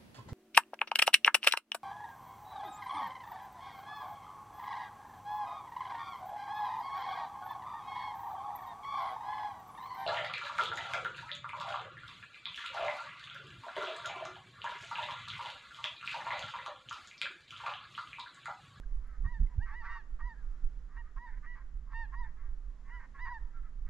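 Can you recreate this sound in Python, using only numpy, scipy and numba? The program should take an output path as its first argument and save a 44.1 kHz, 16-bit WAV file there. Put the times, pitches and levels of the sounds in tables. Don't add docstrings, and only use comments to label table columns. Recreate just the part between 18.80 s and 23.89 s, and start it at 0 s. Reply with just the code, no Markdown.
import sys
import numpy as np
from scipy import signal
from scipy.fft import rfft, irfft
from scipy.io import wavfile
from scipy.ndimage import uniform_filter1d
from numba import njit

SR = 44100
rng = np.random.default_rng(int(sys.argv[2]) if len(sys.argv) > 2 else 0)


def wav_record(signal):
    frames = np.transpose(np.atleast_2d(signal))
    bounded = np.clip(frames, -1, 1)
    quanta = np.round(bounded * 32767).astype(np.int16)
    wavfile.write(sys.argv[1], SR, quanta)


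def ratio_of_db(decibels):
    return 10 ** (np.asarray(decibels, float) / 20)


N = 224557
T = np.arange(N) / SR


def unit(x):
    return x / np.sqrt(np.mean(x ** 2))


def band(x, lo_hz, hi_hz, order=2):
    return signal.sosfilt(signal.butter(order, [lo_hz, hi_hz], "band", fs=SR, output="sos"), x)


def walk(rate_hz):
    hold = int(SR / rate_hz)
    steps = np.repeat(rng.standard_normal(N // hold + 1), hold)
    return unit(uniform_filter1d(uniform_filter1d(steps, hold), hold)[:N])


def sides(pan_db):
    return ratio_of_db(np.array([[pan_db], [-pan_db]]) / 2)


def played(table, fade_s):
    time_s, *columns = np.transpose(table)
    span = slice(int(time_s[0] * SR), min(int(time_s[-1] * SR), N))
    t = T[span]
    edge = np.clip(np.minimum(t - time_s[0], time_s[-1] - t) / fade_s, 0, 1)
    return span, [np.interp(t, time_s, c) for c in columns], np.sin(np.pi / 2 * edge) ** 2


# (share of note [0-1], pitch re crest [ratio], 1st partial [dB], 2nd [dB], overtones [dB])
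STEPPED_SHAPE = [(0, .93, -16.5, -8, -47), (.2, 0.94, -8.5, -1, -41.5), (.36, 0.98, -3, -3, -40),
                 (.53, 1, 3, -5, -37.5), (.66, .925, -4.5, -2.5, -28.5), (.85, .905, -6, -4.5, -45),
                 (1, .8, -28.5, -20.5, -54.5)]
ARCHED_SHAPE = [(0, .8, -32, -10, -44), (.14, .92, -12, -3.5, -32), (.26, .985, -6, -1, -36),
                (.38, 1, -3, -0.5, -38), (.55, 0.96, -4, -3, -28.5), (.8, .84, -20, -11, -37),
                (1, 0.68, -20, -18, -56)]
DOMED_SHAPE = [(0, .815, -29, -18, -62), (.28, .89, -4, -5, -32), (.45, .994, -17, -1, -39),
               (.62, 1, -17.5, -2, -40), (.83, .92, -8.5, -6.5, -28.5), (1, 0.86, -12.5, -19, -53)]
BROAD_SHAPE = [(0, .96, -29.5, -13.5, -54), (.16, .98, -6.5, 0, -32), (.5, 1, -2, 0, -28.5),
               (.75, .967, -5.5, -4, -30.5), (.88, .885, -19, -8, -28), (1, 0.83, -46, -38, -59)]
LEVEL_SHAPE = [(0, .93, -21.5, -10.5, -56.5), (.2, .988, -15, 0.5, -50), (.6, 1, -12.5, -2.5, -47),
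               (.92, 0.98, -20, -2.5, -50.5), (1, .985, -35, -14, -52.5)]
SHORT_SHAPE = [(0, .925, -10.5, -5.5, -48.5), (.24, 0.98, -6.5, -1, -46.5), (.5, 1, -3.5, -1, -42),
               (.84, 0.97, -6, -3, -47.5), (1, .9, -25.5, -22, -59)]
RISING_SHAPE = [(0, .79, -29, -18, -54), (.16, .83, -14.5, -6, -46), (.27, .93, -11, -3, -42),
                (.38, 1, -10, -1, -39), (.55, 0.99, -23, -4.5, -48.5), (1, .998, -33.5, -19, -57.5)]
# (start [s], length [s], crest [Hz], level [dB], 1st partial lift [dB])
STEPPED_HONKS = [
    (.445, 0.15, 991.5, -53, -6.5),
    (1.401, 0.15, 995, -51.5, -3.5),
    (2.37, 0.15, 992, -54, 0.5),
    (3.332, .152, 991, -51.5, 0.5),
    (4.452, 0.14, 991.7, -46.5, 1),
]
ARCHED_HONKS = [
    (1.54, .125, 845, -68, -13),
    (4.378, .15, 1000, -46.5, -1),
]
DOMED_HONKS = [
    (.9, .145, 985, -48.5, 0),
]
BROAD_HONKS = [
    (1.075, .152, 939, -50, -2.5),
    (3.125, 0.15, 926.5, -47.5, 1),
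]
LEVEL_HONKS = [
    (1.05, 0.092, 997, -51, 7),
    (2.659, 0.099, 980.5, -50.5, -5),
]
SHORT_HONKS = [
    (2.165, 0.059, 954.8, -54, -2.2),
    (4.1, .105, 1000, -53.5, 0),
]
RISING_HONKS = [
    (.79, .11, 957, -49.5, 0),
]
THIRD_LIFTS_DB = [
    5.2,
    9,
    12,
    10.7,
    16,
    25.4,
    18,
]


def clear_notes():
    voices = [(STEPPED_SHAPE, STEPPED_HONKS), (ARCHED_SHAPE, ARCHED_HONKS), (DOMED_SHAPE, DOMED_HONKS),
              (BROAD_SHAPE, BROAD_HONKS), (LEVEL_SHAPE, LEVEL_HONKS), (SHORT_SHAPE, SHORT_HONKS),
              (RISING_SHAPE, RISING_HONKS)]
    notes = []
    for (shape, rows), third_db in zip(voices, THIRD_LIFTS_DB):
        for start_s, length_s, crest_hz, db, lift_db in rows:
            scale = [length_s, crest_hz, 1, 1, 1]
            offset = [start_s, 0, db + lift_db, db, db]
            notes.append((np.array(shape) * scale + offset, third_db))
    return notes


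# (partial [number], level re overtones [dB])
UPPER_PARTIALS = [(4, 6), (5, 4.5), (6, -4), (7, -30)]


def honks():
    out, waver, twinkle_db = np.zeros(N), walk(150), walk(60)
    for table, third_db in clear_notes():
        span, (hz, first_db, second_db, upper_db), edge = played(table, fade_s=.004)
        hz = uniform_filter1d(hz, size=450, mode="nearest")
        phase = 2 * np.pi * np.cumsum(hz * (1 + .002 * waver[span])) / SR
        glide = np.gradient(np.log(hz)) * SR
        glide_db = .6 * glide - 1.5 * np.abs(glide)
        partials = [(1, first_db), (2, second_db), (3, upper_db + third_db + glide_db)]
        partials += [(k, upper_db + db + glide_db) for k, db in UPPER_PARTIALS]
        note = 0
        for k, db in partials:
            own_db = .7 * k * np.roll(twinkle_db, 5000 * k)[span]
            note = note + ratio_of_db(db + own_db) * np.sin(k * phase + k * k)
        out[span] += np.sqrt(2) * note * edge
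    return out


@njit
def svf(x, hz, width_hz):
    y, b, l = np.empty(len(x)), 0., 0.
    for i in range(len(x)):
        g, k = np.tan(np.pi * hz[i] / SR), width_hz / hz[i]
        v = (b + g * (x[i] - l)) / (1 + g * (g + k))
        b, l, y[i] = 2 * v - b, l + 2 * g * v, k * v
    return y


def pulses(rate_hz, uneven, arch, count):
    chance = rng.standard_normal((N // 60 + 2, 2))
    clock = np.cumsum(rate_hz / SR * (1 - arch * np.linspace(-1, 1, count) ** 2))
    at = np.interp(np.cumsum(np.exp(uneven * chance[:, 0])), clock, np.arange(count))
    keep = at < count - 2
    at, size, out = at[keep], ratio_of_db(20 * uneven * chance[keep, 1]), np.zeros(count)
    np.add.at(out, at.astype(int), size * (1 - at % 1))
    np.add.at(out, at.astype(int) + 1, size * (at % 1))
    return out


def throat(slaps, throat_hz, beak_db, effort_db):
    throat_width_hz, beak_hz, beak_width_hz, rasp_air_db = 304., 1840., 500., -29
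    slaps = band(slaps, 660, 7300, order=3)
    low = svf(svf(slaps, throat_hz, throat_width_hz), throat_hz, 0.63 * throat_width_hz)
    high = band(svf(slaps, np.full(len(slaps), beak_hz), beak_width_hz), 1185, 2147, order=4)
    hoarse = ratio_of_db(rasp_air_db + 0.27 * effort_db) * unit(band(slaps, 3200, 5000))
    return unit(low) - ratio_of_db(beak_db) * unit(high) + hoarse


# (start [s], length [s], peak [dB], throat resonance [Hz], beak resonance [dB])
CHUFFS = [
    (.435, .048, -52, 1097, -11.5),
    (1.384, 0.043, -51.5, 1117, -12.5),
    (2.357, 0.04, -49.5, 1086, -16),
    (2.615, 0.073, -59, 1172, 0),
    (3.315, 0.045, -48.5, 1084, -9.5),
    (4.335, 0.087, -53.5, 1073, -3),
]
SWELLS = [
    (2.07, 0.12, -56.5, 1123, -3),
    (3.04, .11, -53.5, 1087, -10),
    (4.04, .07, -56, 1050, 1.5),
    (5.04, 0.052, -62.5, 1147, 0),
]
GROWLS = [
    (.85, .115, -53, 1152, -1.5),
    (4.105, 0.083, -63.5, 1400, -5.5),
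    (4.445, .055, -48.5, 1065, -6),
]
DRONES = [
    (1.01, 0.192, -46.5, 1168, -9),
    (1.035, .075, -54, 1495, -3),
]
TRAILS = [
    (2.46, 0.14, -66.5, 1001, 5),
    (2.745, 0.088, -53.5, 1081, -5),
    (3.43, 0.085, -62.5, 995, 1.5),
    (4.185, 0.083, -54.5, 1055, -1),
]
FAR_RASPS = [
    (.21, 0.21, -75, 1300, 1.5),
    (.68, .08, -68.5, 1002, -3),
    (2.22, 0.1, -73, 1244, -1),
    (3.55, 0.17, -68.5, 1133, -0.5),
    (4.7, 0.12, -66, 1356, -8.5),
    (4.82, 0.085, -66, 1310, -4),
]
# (peak at share [0-1], start [dB], end [dB], throat sag [0-1], strain [dB])
RASP_RUNS = [
    (0.59, -9, -16, 0, -19.5),
    (.9, -25, -5.5, .04, 10),
    (0, -7, -6, 0.03, 1.5),
    (0.25, -4, -5, 0.05, 0),
    (0, -3.5, -10, 0, 4),
    (0.58, -8, -9, .14, -2),
]
# (rate [Hz], unevenness [0-1], arch of rate [0-1])
RASP_BEATS = [
    (276, .045, 0),
    (240, .07, .04),
    (244, .035, .06),
    (210, .022, .04),
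    (255, .07, .05),
    (235, .035, .12),
]


def rasps():
    out, grain_db, slip = np.zeros(N), walk(70), np.cumsum(walk(45)) / SR
    kinds = [CHUFFS, SWELLS, GROWLS, DRONES, TRAILS, FAR_RASPS]
    for rows, run, (rate_hz, uneven, arch) in zip(kinds, RASP_RUNS, RASP_BEATS):
        peak, start_db, end_db, sag, strain_db = run
        peak = np.clip(peak, .05, .95)
        for s, length_s, top_db, top_hz, beak_db in rows:
            table = [(s, top_db + start_db, top_hz * (1 + sag * peak)),
                     (s + peak * length_s, top_db, top_hz),
                     (s + length_s, top_db + end_db, top_hz * (1 - sag * (1 - peak)))]
            span, (db, throat_hz), edge = played(table, fade_s=.006 + .12 * length_s)
            slide = np.exp(2j * np.pi * (top_hz % rate_hz * T[span] + 18 * slip[span]))
            slaps = signal.hilbert(pulses(rate_hz, uneven, arch, len(db))) * slide
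            voice = throat(slaps.real, throat_hz, beak_db, effort_db=db + 55 + strain_db)
            out[span] += ratio_of_db(db + 2 * grain_db[span]) * edge * voice
    late = np.interp(T - .0031 - .00013 * walk(38), T, out)
    return .75 * (out + .85 * late)


def gabble():
    total = 0
    for rate_hz in (215, 250, 285):
        slaps = pulses(rate_hz, .1, 0, N)
        voice = throat(slaps, 1200 + 130 * walk(4.9), beak_db=-8.0, effort_db=-23.0)
        total = total + voice * ratio_of_db(4 * walk(12))
    return ratio_of_db(-78) * unit(total)


def ring(start_s, db, hz, t60_s):
    t = np.clip(T - start_s, 0, 1)
    decay = np.exp(-np.log(1000) * t / t60_s)
    return ratio_of_db(db) * np.sin(2 * np.pi * hz * t) * decay * (1 - np.exp(-t / (0.037 * t60_s)))


# (time [s], peak [dB], pitch [Hz])
CLUCKS = [
    (0.034, -49, 1607),
    (0.6676, -55, 2060),
    (0.7247, -73.5, 1994),
]


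def flock():
    lag_s, pan_db, echo_db, echo_t60_s = 4e-5, -2.05, -17, 0.46
    clucks = sum(ring(s, db - 2, hz, .04) for s, db, hz in CLUCKS)
    birds = honks() + rasps() + gabble() + clucks
    turn = np.exp(1j * np.pi * lag_s * np.fft.rfftfreq(N, 1 / SR) * np.array([[-1], [1]]))
    direct = irfft(rfft(birds) * turn, N) * sides(pan_db)
    t = T[:SR // 2]
    tail = rng.standard_normal((2, len(t))) * np.exp(-np.log(1000) * t / echo_t60_s)
    tail = tail * np.minimum(t / 0.066, 1)
    echo = signal.fftconvolve(birds[None], tail / np.sqrt(np.sum(tail ** 2) / 2), axes=1)[:, :N]
    return direct + ratio_of_db(echo_db) * echo


# (time [s], peak [dB], half length [s])
GUSTS = [(0.064, -35, 0.03), (0.169, -28.5, 0.049), (0.279, -40.5, .05), (0.418, -26.5, .03),
         (0.524, -36.5, 0.054), (0.643, -25, 0.024), (0.857, -36, 0.12), (1.092, -40.5, 0.08),
         (1.336, -34.5, 0.038), (1.44, -35, 0.039), (1.685, -37.5, 0.076), (1.976, -41, 0.081),
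         (2.21, -34, .04), (2.555, -41.5, .06), (2.757, -45.5, 0.11), (2.974, -35, 0.044),
         (3.206, -39.5, 0.13), (3.439, -36.5, 0.072), (3.687, -32, 0.085), (3.875, -36.5, 0.025),
         (4.076, -49, 0.091), (4.179, -45.5, 0.03), (4.461, -43, .1), (4.634, -35.5, .03),
         (4.816, -40.5, 0.08), (5.033, -36, 0.056)]
# (time [s], level [dB], push [ms], press over suck
THUMPS = [
    (0.0, -35, 20, -1.1),
    (5.09, -28.5, 26, 1.127),
    (.459, -20.5, 4.9, -0.53),
    (0.612, -15.5, 6.2, 0.12),
    (0.638, -23.5, 7.8, -1.63),
    (0.786, -17, 4.9, -0.53),
    (1.851, -23, 17.2, -1.77),
    (2.201, -36, 22, 0.4),
    (2.379, -32, 12, 2.05),
]


def wind():
    lull_db, pan_db = -47, -6.5
    flutter_db, flutter_follows, flicker_db = -71, 0.52, 3.5
    shake_db, shake_db_per_ms, shake_s = -27, -0.66, 0.027
    gust = ratio_of_db(lull_db) + sum(ratio_of_db(db) * np.exp(-((T - s) / half_s) ** 2) for s, db, half_s in GUSTS)
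    gust_db = 20 * np.log10(gust)
    deep = band(rng.standard_normal(N + SR), 5, 40, order=1)[SR:]
    deep = deep / (np.abs(signal.hilbert(unit(deep))) + .3)
    swings = unit(deep) * np.minimum(gust, ratio_of_db(-31))
    swings = signal.sosfiltfilt(signal.butter(5, 54, fs=SR, output="sos"), swings)
    flutter, own = (unit(band(rng.standard_normal(N), 66, 165, order=3)) for _ in range(2))
    sides_apart = .25 * own * np.array([[1], [-.5]])
    stir_db = flutter_db + flutter_follows * (gust_db - gust_db.mean())
    stir = ratio_of_db(stir_db + flicker_db * walk(14))
    pushes = 0
    for s, db, push_ms, press in THUMPS:
        u = (T - s) / (push_ms / 1000)
        pushes = pushes + ratio_of_db(db) * (u + press * (.5 - u * u)) * np.exp(-u * u)
        stir = stir + ratio_of_db(db + shake_db + shake_db_per_ms * push_ms) * np.exp(-((T - s) / shake_s) ** 2)
    return (swings + pushes + stir * (flutter + sides_apart)) * sides(pan_db)


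def over_hz(hz, table):
    table_hz, value = np.transpose(table)
    return np.interp(np.log(hz + 1), np.log(table_hz), value)


# (frequency [Hz], density [dB per Hz])
AIR_SPECTRUM = [(70, -7), (150, -6.5), (210, -8), (350, -16), (650, -20.5), (1000, -20.5), (1900, -23.5),
                (2400, -31), (4500, -35), (7300, -36), (8300, -48), (10500, -53), (12000, -56.5),
                (12600, -73)]
# (frequency [Hz], left minus right [dB])
AIR_PAN = [(150, -5.5), (500, -9), (1200, 0.5), (4000, 0), (8000, 6), (12000, 20)]
# (frequency [Hz], likeness of the ports [0-1])
AIR_ALIKE = [(150, 0.55), (500, 0.29), (1500, 0.78), (8000, 0.28)]


def air():
    hz = np.fft.rfftfreq(N, 1 / SR)
    alike = np.clip(over_hz(hz, AIR_ALIKE), 0, 1)
    mid, side = rfft(rng.standard_normal((2, N)))
    pair = np.sqrt(1 + alike) * mid + np.sqrt(1 - alike) * side * np.array([[1], [-1]])
    pan_db = over_hz(hz, AIR_PAN)
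    shape_db = over_hz(hz, AIR_SPECTRUM) + np.array([pan_db, -pan_db]) / 2
    hiss = irfft(pair * ratio_of_db(shape_db) * (hz > 65), N)
    return ratio_of_db(-69 + .8 * walk(2.5)) * hiss / np.std(hiss.mean(axis=0))


# (time [s], peak [dB], pitch [Hz], left minus right [dB])
GRIP_TICKS = [
    (0.274, -66, 10860, 14),
    (0.3102, -76, 11000, 18.5),
    (0.4376, -70, 8570, 4),
    (0.9394, -78, 9750, 24),
    (1.1724, -76.5, 12000, 10.5),
    (3.243, -84, 12100, 14.5),
    (4.663, -79.5, 12200, 13),
]
GRIP_CREAKS = [
    (0.5277, -67, 5760, 2.0),
    (1.2406, -69, 6270, 1.5),
    (2.1894, -78, 5930, 3.0),
    (3.4141, -68, 5530, 0.0),
]
# (pitch [Hz], level [dB])
WHINE = [(9000, -113), (10740, -115), (12000, -117)]


def camera():
    creaks = sum(ring(s, db, hz, .004) * sides(pan_db) for s, db, hz, pan_db in GRIP_TICKS + GRIP_CREAKS)
    whine = sum(ratio_of_db(db + 3.0 * walk(30)) * np.sin(2 * np.pi * hz * T) for hz, db in WHINE)
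    return creaks + whine


def scene():
    return flock() + wind() + air() + camera()


def low_pass(x):
    return signal.sosfilt(signal.butter(12, 12400, fs=SR, output="sos"), x)


def record(dry):
    return low_pass(dry)


dry = scene()
out = record(dry)
wav_record(out)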